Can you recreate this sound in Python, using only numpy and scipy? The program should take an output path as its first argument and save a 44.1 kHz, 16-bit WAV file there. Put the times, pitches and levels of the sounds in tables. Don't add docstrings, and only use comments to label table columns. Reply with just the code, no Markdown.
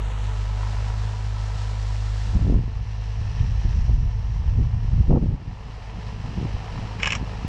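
import sys
import numpy as np
from scipy import signal
from scipy.fft import rfft, irfft
from scipy.io import wavfile
from scipy.ndimage import uniform_filter1d, minimum_filter1d

SR = 44100
rng = np.random.default_rng(int(sys.argv[2]) if len(sys.argv) > 2 else 0)


def inscribe(sig):
    pcm = np.round(np.clip(np.atleast_2d(sig).T, -1, 1) * 32767)
    wavfile.write(sys.argv[1], SR, pcm.astype(np.int16))


N = 329860


def undb(db):
    return 10 ** (np.asarray(db) / 20)


def unit(x):
    return x / np.sqrt(np.mean(x ** 2))


def peak(x, db):
    return undb(db) * x / np.abs(x).max()


def add(out, s, x):
    i = int(s * SR)
    out[i:i + len(x)] += x[:N - i]


def curves(rows):
    times, *columns = np.transpose(rows)
    return [np.interp(np.arange(N) / SR, times, column) for column in columns]


def swell(start, length, attack, release):
    t = np.arange(N) / SR - start
    exponent = np.minimum(t, 0) / attack - np.maximum(t - length, 0) / release
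    return np.exp(np.maximum(exponent, -40))


def noise():
    return rng.standard_normal(N)


def burst(t60):
    t = np.arange(int(.1 * SR)) / SR
    return np.exp(-np.log(1000) * t / t60) * rng.standard_normal(len(t))


def drift(rate):
    hold = int(SR / rate)
    steps = np.repeat(rng.standard_normal(N // hold + 1), hold)
    return 1.3 * uniform_filter1d(uniform_filter1d(steps, hold), hold)[:N]


def colour(x, points):
    hz, db = np.transpose(points)
    bins_hz = np.maximum(np.fft.rfftfreq(N, 1 / SR), 1)
    gain = undb(np.interp(np.log(bins_hz), np.log(hz), db))
    return unit(irfft(rfft(x) * gain, N))


def lowpass(x, hz, order):
    return signal.sosfilt(signal.butter(order, hz, fs=SR, output="sos"), x)


def resonance(x, hz, width):
    b, a = signal.iirpeak(hz, hz / width, fs=SR)
    return signal.lfilter(b, a, signal.lfilter(b, a, x))


# (time [s], relative level [dB])
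LEAF_LEVEL = [(0, -51.5), (.15, -50.5), (.27, -48), (.53, -50.5), (.62, -47.5), (1.1, -48.5), (1.5, -48.5),
              (1.62, -47.5), (1.76, -48.5), (2.12, -47), (2.24, -45.7), (2.42, -50.5), (2.68, -53.3),
              (3.0, -51), (3.4, -49.5), (3.8, -50), (4.2, -52.5), (4.7, -53), (5.1, -50.5), (5.38, -54),
              (5.8, -51), (6.2, -51), (6.72, -49.3), (7.0, -51.5), (7.48, -51)]
# (frequency [Hz], relative gain [dB])
LEAF_EQ_OPEN = [(800, 3.5), (1750, 2), (2500, -4), (3300, 2.5), (5000, 0.5), (6300, -2), (7500, -4),
                (8300, -9), (9000, -13.5), (10000, -18), (11000, -33), (12000, -40.5), (14000, -50)]
LEAF_EQ_SHADED = [(800, 1.5), (1500, 1), (1780, 14.5), (2000, 8), (2350, 6), (2700, 9.5), (3050, 6),
                  (3600, -2.5), (4030, 4.5), (4550, 0.5), (5200, 2.5), (5900, -1), (6650, -14.5),
                  (7600, -20.5), (8700, -32), (11400, -28), (14000, -49.5)]

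def leaves(shade):
    level_db, = curves(LEAF_LEVEL)
    ticks = (rng.random(N) < 1500 / SR) * rng.choice([-1, 1], N)
    tick_db = 3.9 * np.minimum(rng.exponential(size=N), 3)
    drive = noise() + 2.0 * ticks * undb(tick_db)
    hiss = (1 - shade) * undb(4.0) * colour(drive, LEAF_EQ_OPEN)
    hiss += shade * undb(4.5) * colour(drive, LEAF_EQ_SHADED)
    turned, = curves([(.15, 0.69), (.27, 0.43), (.52, 0.085), (.6, 0)])
    cupped, = curves([(2.65, 0.034), (2.9, 0.27), (3.9, 0.67), (5.1, 0.34), (5.35, 0)])
    hiss = hiss - turned * resonance(hiss, 5100, 4500) + cupped * resonance(hiss, 5760, 1500)
    return hiss * undb(level_db + 0.76 * drift(30))


# (time [s], peak [dB])
STALK_SNAPS = [(1.955, -34), (3.395, -33), (5.823, -37.5), (5.897, -35)]

def snaps():
    out = np.zeros(N)
    for s, db in STALK_SNAPS:
        tick = resonance(burst(t60=0.038), hz=2450, width=1400)
        add(out, s, peak(lowpass(tick, 5200, order=6), db))
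    return out


# (time [s], relative rumble [dB], relative flutter [dB])
BREEZE_BED = [(2.2, -29, -33.5), (2.65, -19, -39.5), (3.0, -33.5, -55), (3.3, -25.5, -50),
              (3.8, -21.5, -44.5), (4.3, -23, -45), (4.7, -15, -42), (5.25, -18.5, -37),
              (5.42, -25.5, -32.5), (5.62, -31.5, -47), (5.8, -32, -46), (6.2, -36.5, -41),
              (7.48, -37, -37.5)]
# (start [s], hold [s], relative rumble [dB], relative flutter [dB])
GUST_CUES = [(2.355, 0.11, -17.5, -25), (2.47, 0.095, -14, -17.5), (2.663, 0.02, -26, -28),
             (3.17, 0.073, -23, -45), (3.416, 0.03, -16, -31), (3.499, 0.088, -18, -44),
             (3.654, 0.026, -13.5, -29.5), (3.76, 0.033, -14, -35.5), (3.892, 0.052, -11.5, -29),
             (3.986, 0.087, -11, -33), (4.395, .11, -18.5, -38), (4.578, 0.045, -11.5, -22.5),
             (4.744, .11, -22.5, -38), (4.94, 0.1, -11.5, -26), (5.109, 0.067, -9, -6),
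             (5.226, 0.039, -10, -15), (5.293, 0.046, -16, -19.5), (5.493, .025, -28, -31),
             (5.675, .015, -32, -36), (5.937, 0.055, -28, -30.5), (6.136, .02, -38, -35),
             (6.242, 0.05, -30, -31), (6.371, 0.085, -26, -23.5), (6.54, 0.015, -22, -39),
             (6.686, .025, -28, -46), (6.767, .03, -27.5, -34.5), (6.835, .02, -32, -33),
             (7.032, 0.046, -28.5, -42)]

def wind_envelopes():
    power = undb(curves(BREEZE_BED) + 2.5 * drift(18)) ** 2
    for start, length, rumble_db, flutter_db in GUST_CUES:
        gust = swell(start, length, attack=0.017, release=0.021)
        power += np.outer(undb([rumble_db, flutter_db]), gust) ** 2
    return np.sqrt(power)


def turbulence(eq, eddy_s):
    pressure = colour(noise(), eq)
    local_power = uniform_filter1d(pressure ** 2, int(eddy_s * SR))
    return pressure / np.sqrt(local_power + 0.044)


# (frequency [Hz], relative gain [dB])
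RUMBLE_EQ = [(10, -12.5), (24, 2.5), (36, 6), (48, 5), (80, 4), (125, 1), (170, -13), (230, -23.5),
             (400, -70.5), (4000, -110)]
FLUTTER_EQ = [(85, -2.5), (130, 10), (180, 7.5), (235, 2.5), (330, -9), (480, -23.5), (700, -34.5),
              (1200, -49.5), (2500, -80.5), (10000, -120)]
FINE_EQ = [(150, -18), (340, 1.5), (500, -4.5), (700, -13.5), (1000, -21), (1500, -37.5), (3000, -80),
           (10000, -110)]

def wind():
    rumble_gain, flutter_gain = wind_envelopes()
    fine_gain = flutter_gain ** 1.91 * undb(-4.5)
    exposed, = curves([(2.18, 0.061), (2.34, 0.82)])
    rumble = turbulence(RUMBLE_EQ, eddy_s=0.089)
    tearing = unit(0.94 + np.abs(rumble))
    flutter = turbulence(FLUTTER_EQ, eddy_s=0.047) * flutter_gain
    fine = turbulence(FINE_EQ, eddy_s=0.017) * fine_gain
    puffs = undb(1.5 * drift(45))
    return exposed * puffs * (rumble * rumble_gain + tearing * (flutter + fine))


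# (time [s], peak [dB], length of the suction [ms])
EDDY_THUMPS = [(2.355, -8.5, 4.6), (2.413, -9.5, 4.5), (2.482, -10, 6.6), (2.547, -5, 13), (2.566, -5, 5.8),
               (3.179, -15.5, 11), (3.413, -8, 6.7), (3.685, -9.5, 6.7), (3.789, -14, 5.1),
               (3.898, -6.5, 6.1), (3.935, -8, 13.4), (3.994, -10, 9.5), (4.03, -5.5, 7.7),
               (4.489, -6.5, 10.4), (4.618, -8.5, 9.4), (4.964, -13, 8), (5.045, -8.5, 6.1),
               (5.094, -3.5, 15.4), (5.136, -2, 7.4), (5.291, -4, 6.3)]

def thumps():
    out = np.zeros(N)
    t_ms = np.arange(-40, 40, 1000 / SR)
    for s, db, length_ms in EDDY_THUMPS:
        u = 2 * t_ms / length_ms
        pressure = (u ** 2 - 1) * np.exp(-u ** 2 / 2)
        add(out, s + t_ms[0] / 1000, undb(db) * pressure)
    return out


# (time [s], peak before the mesh [dB], rise time scale [ms])
EDDY_HITS = [(2.364, -21, 1.9), (2.467, -20, 0.45), (2.477, -15.5, 1.3), (2.498, -10.5, 0.97),
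             (2.523, -10.5, 1.2), (2.5405, -13.5, 0.82), (2.562, -11, 1.36), (2.59, -16.5, 1.1),
             (2.636, -19.5, 1.6), (2.678, -18.5, 1.4), (3.648, -21, 1.7), (3.894, -20.5, 0.54),
             (4.597, -16.5, 1.3), (4.845, -23, 1.2), (5.093, -14, 1.08), (5.106, -8, 0.65),
             (5.117, -11, 0.6), (5.1275, -5, 0.45), (5.14, -9.5, 0.85), (5.147, -11, 0.93),
             (5.159, -1.5, 0.54), (5.174, -8, 0.4), (5.186, -18, 0.8), (5.236, -13.5, 0.9), (5.318, -17, 1),
             (5.348, -18.5, 1.7), (6.384, -15, 1.7), (6.412, -15, 1.5), (6.427, -15, 1.4),
             (6.452, -19, 1.2), (7.211, -20.5, 1.5), (7.226, -16, 1.4), (7.447, -13, 1.87)]

def buffets():
    out = np.zeros(N)
    t_ms = 1000 * np.arange(int(.03 * SR)) / SR
    for s, db, rise_ms in EDDY_HITS:
        u = t_ms / rise_ms
        pressure = u ** 3 * (2 - u) * np.exp(-2 * u)
        add(out, s, peak(pressure, db))
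    return lowpass(out, 830, order=4)


# (nominal frequency [Hz], width [Hz], gain [dB])
SHELL_MODES = [(603, 400, -9.5), (1100, 600, -3.5), (1690, 160, 0), (2320, 390, 3), (2540, 340, 4),
               (2860, 210, 4.5), (3700, 270, -21), (5460, 560, -8), (6400, 520, -13.5), (7220, 510, -12),
               (8750, 400, -24)]

def shell(x, tuning, low_db, high_db):
    out = 0
    for hz, width, db in SHELL_MODES:
        contact_db = np.interp(hz, [1750, 2300, 3700, 5400], [low_db, 0, 0, high_db])
        out += undb(db + contact_db) * resonance(x, hz * tuning, width)
    return out


# (time [s], drive [dB], decay [s], shell tuning [ratio], low-mode trim [dB], high-mode trim [dB])
MOUNT_SLIPS = [(6.999, -24.5, .07, 0.96, 3, -9), (7.0257, -23, .03, 1.1, 3, -1),
               (7.031, -8, 0.035, 1.0, 0.5, -3.5), (7.0435, -15, 0.017, 1, 0, -2),
               (7.0577, -9, 0.016, 1.0, -0.5, -1), (7.065, -17, 0.03, 1, 1, -7),
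               (7.0724, -9, .02, .97, 3, 3), (7.076, -15, .018, .98, 1, -1),
               (7.1045, -15, 0.041, 1.04, 0.5, -1), (7.1212, -10, 0.049, 1.0, -1, 1),
               (7.131, -16, 0.028, .97, -0.5, 1), (7.1457, -26, .015, 1, -3, -3),
               (7.151, -19, .07, 1.03, 3, 6)]

def creak():
    rub = swell(start=7.024, length=0.12, attack=0.016, release=0.01)
    scrape = rub * undb(-27.5 + 2.5 * drift(300)) * noise()
    body = shell(scrape, tuning=0.98, low_db=0, high_db=0)
    for s, db, t60, tuning, low_db, high_db in MOUNT_SLIPS:
        tail = burst(t60)
        crack = undb(19.5) * signal.unit_impulse(len(tail))
        add(body, s, shell(undb(db) * (crack + tail), tuning, low_db, high_db))
    return undb(3.5) * lowpass(body, 7650, order=9)


# (time [s], top whine trim [dB], panel ring [dB])
FIELD_CARRY = [(0, 4.5, -10), (.45, 4, -5), (.66, 2, -6), (.78, 6, -10), (.91, -7, -6.5), (1.05, -6, -5.5),
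               (1.3, -3, -5.5), (1.4, 6.5, -4), (1.8, 2.5, -3.5), (2.0, -3.5, -4), (2.22, -5, -10.5),
               (2.32, 3, -11.5), (2.6, -3, -7.5)]
# (level in the open [dB], level behind the hand [dB])
WHINE_HARMONICS = [(-61.5, -57), (-59, -55), (-57, -64)]

def gears(cycle, shade):
    teeth_per_firing = 8.5
    top_db, _ = curves(FIELD_CARRY)
    out = 0
    for k, (open_db, shaded_db) in enumerate(WHINE_HARMONICS, 1):
        fading_db = top_db + 0.83 * drift(22) if k == len(WHINE_HARMONICS) else 2.0 * drift(9)
        db = open_db + shade * (shaded_db - open_db) + fading_db
        phase = 2 * np.pi * k * teeth_per_firing * cycle + .35 * drift(20)
        out += undb(db) * np.sin(phase)
    return np.sqrt(2) * out


# (time [s], relative level [dB])
CLATTER_LEVEL = [(0, -40.5), (.7, -39), (2.0, -42.5), (2.35, -42), (2.75, -44), (3.3, -44), (4.3, -44),
                 (5.0, -42), (5.4, -41.5), (6.1, -41.5), (6.75, -40), (7.48, -41)]
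# (frequency [Hz], relative gain in the open [dB], relative gain behind the hand [dB])
CLATTER_EQ = [(20, 5.5, 2.5), (36.6, 19.5, 5), (116, 13.5, 4.5), (206, 0.5, 5.5), (281, -11.5, -11.5),
              (397, -8.5, -3.5), (423, -0.5, 2.5), (600, -3, -3), (714, -1.5, 2.5), (840, -0.5, 1.5),
              (960, -1.5, 0.5), (1134, -4.5, -3), (1550, -5.5, -16.5), (2870, -14, -9), (6140, -45.5, -52)]
# (frequency [Hz], nominal width [Hz], relative level [dB])
PANEL_MODES = [(732, 61, -15), (975.5, 54, -6.5), (1306, 81, -15.5)]

def clatter(cycle, shade):
    level_db, = curves(CLATTER_LEVEL)
    _, ring_db = curves(FIELD_CARRY)
    hz, open_db, shaded_db = np.transpose(CLATTER_EQ)
    knock = 1.6 * np.exp(-(cycle % 1) / .3) * undb(2.3 * drift(55))
    drive = noise() * (1 + knock)
    ring = sum(undb(db) * unit(resonance(noise() * knock, f, width)) for f, width, db in PANEL_MODES)
    in_open = colour(drive, np.c_[hz, open_db]) + undb(ring_db) * ring
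    shaded = colour(drive, np.c_[hz, shaded_db]) + undb(-12) * ring
    blend = (1 - shade) * undb(4.5) * in_open + shade * undb(2.0) * shaded
    return blend * undb(level_db + 0.26 * drift(7.7))


# (time [s], peak of the ring [dB])
HARD_KNOCKS = [(0.492, -36), (.611, -34), (.63, -30), (.668, -31), (.767, -33.5), (.9, -32), (.938, -33),
               (1.425, -39), (2.079, -36), (5.895, -36), (6.932, -33.5)]

def knocks():
    out = np.zeros(N)
    for s, db in HARD_KNOCKS:
        clank = resonance(burst(t60=.025), hz=900, width=700)
        blow = signal.unit_impulse(len(clank))
        ring = sum(undb(mode_db) * resonance(blow, hz, 2 * width) for hz, width, mode_db in PANEL_MODES)
        add(out, s, peak(ring, db) + peak(clank, db - 7))
    return out


# (time [s], relative level [dB], trim on the fundamental [dB])
HUM_LEVEL = [(0, -28, 2), (.5, -26, 2), (.9, -24, -1), (1.4, -25, -1.5), (2.2, -24.5, 1), (3, -26, -1),
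             (4.3, -26, 4.5), (5.5, -35.5, 3.5), (6.7, -32, -5.5), (7.48, -36, 3)]
# (frequency [multiple of the firing rate], relative level [dB])
HUM_PARTIALS = [(.5, -54.5), (1, 0.5), (1.5, -24), (2, -2.5), (2.5, -44), (3, -26), (3.5, -43.5),
                (4, -31.5), (4.5, -34.5)]

def exhaust(cycle):
    hum_db, fundamental_db = curves(HUM_LEVEL)
    out = 0
    for multiple, db in HUM_PARTIALS:
        waver = undb(.6 * drift(9) + .55 * drift(30))
        gain = undb(db + fundamental_db * (multiple == 1))
        out += gain * waver * np.cos(2 * np.pi * multiple * cycle)
    return -np.sqrt(2) * out * undb(hum_db)


# (time [s], firing rate [Hz])
FIRING_RATE = [(0, 50.9), (.5, 50.7), (1.05, 52.3), (1.5, 51.3), (1.9, 51.5), (2.6, 52.3), (7.48, 52.1)]

def tractor(shade):
    firing_hz, = curves(FIRING_RATE)
    cycle = np.cumsum(firing_hz) / SR
    return exhaust(cycle) + gears(cycle, shade) + clatter(cycle, shade) + knocks()


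def scene():
    shade, = curves([(2.34, 0.3), (2.5, 0.54), (2.65, 0.68)])
    field = tractor(shade) + leaves(shade) + snaps()
    return (field + wind() + thumps() + buffets() + creak())[None]


def gain_control(x, knee_db=-19.5, time_s=0.37, slope=0.44):
    pole = np.exp(-1 / (time_s * SR))
    power = signal.lfilter([1 - pole], [1, -pole], x ** 2)
    return x / (1 + power / undb(knee_db) ** 2) ** slope


def limiter(x, ceiling_db=-3.5, window_s=.008):
    size = int(window_s * SR)
    gain = undb(ceiling_db) / np.maximum(np.abs(x), undb(ceiling_db))
    return x * uniform_filter1d(minimum_filter1d(gain, size), size)


def record(dry):
    low_cut = signal.butter(2, 14, "high", fs=SR, output="sos")
    high_cut = signal.ellip(8, .2, 70, 14400, fs=SR, output="sos")
    ducked = gain_control(signal.sosfilt(low_cut, dry))
    return signal.sosfilt(high_cut, limiter(ducked))


dry = scene()
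out = record(dry)
inscribe(out)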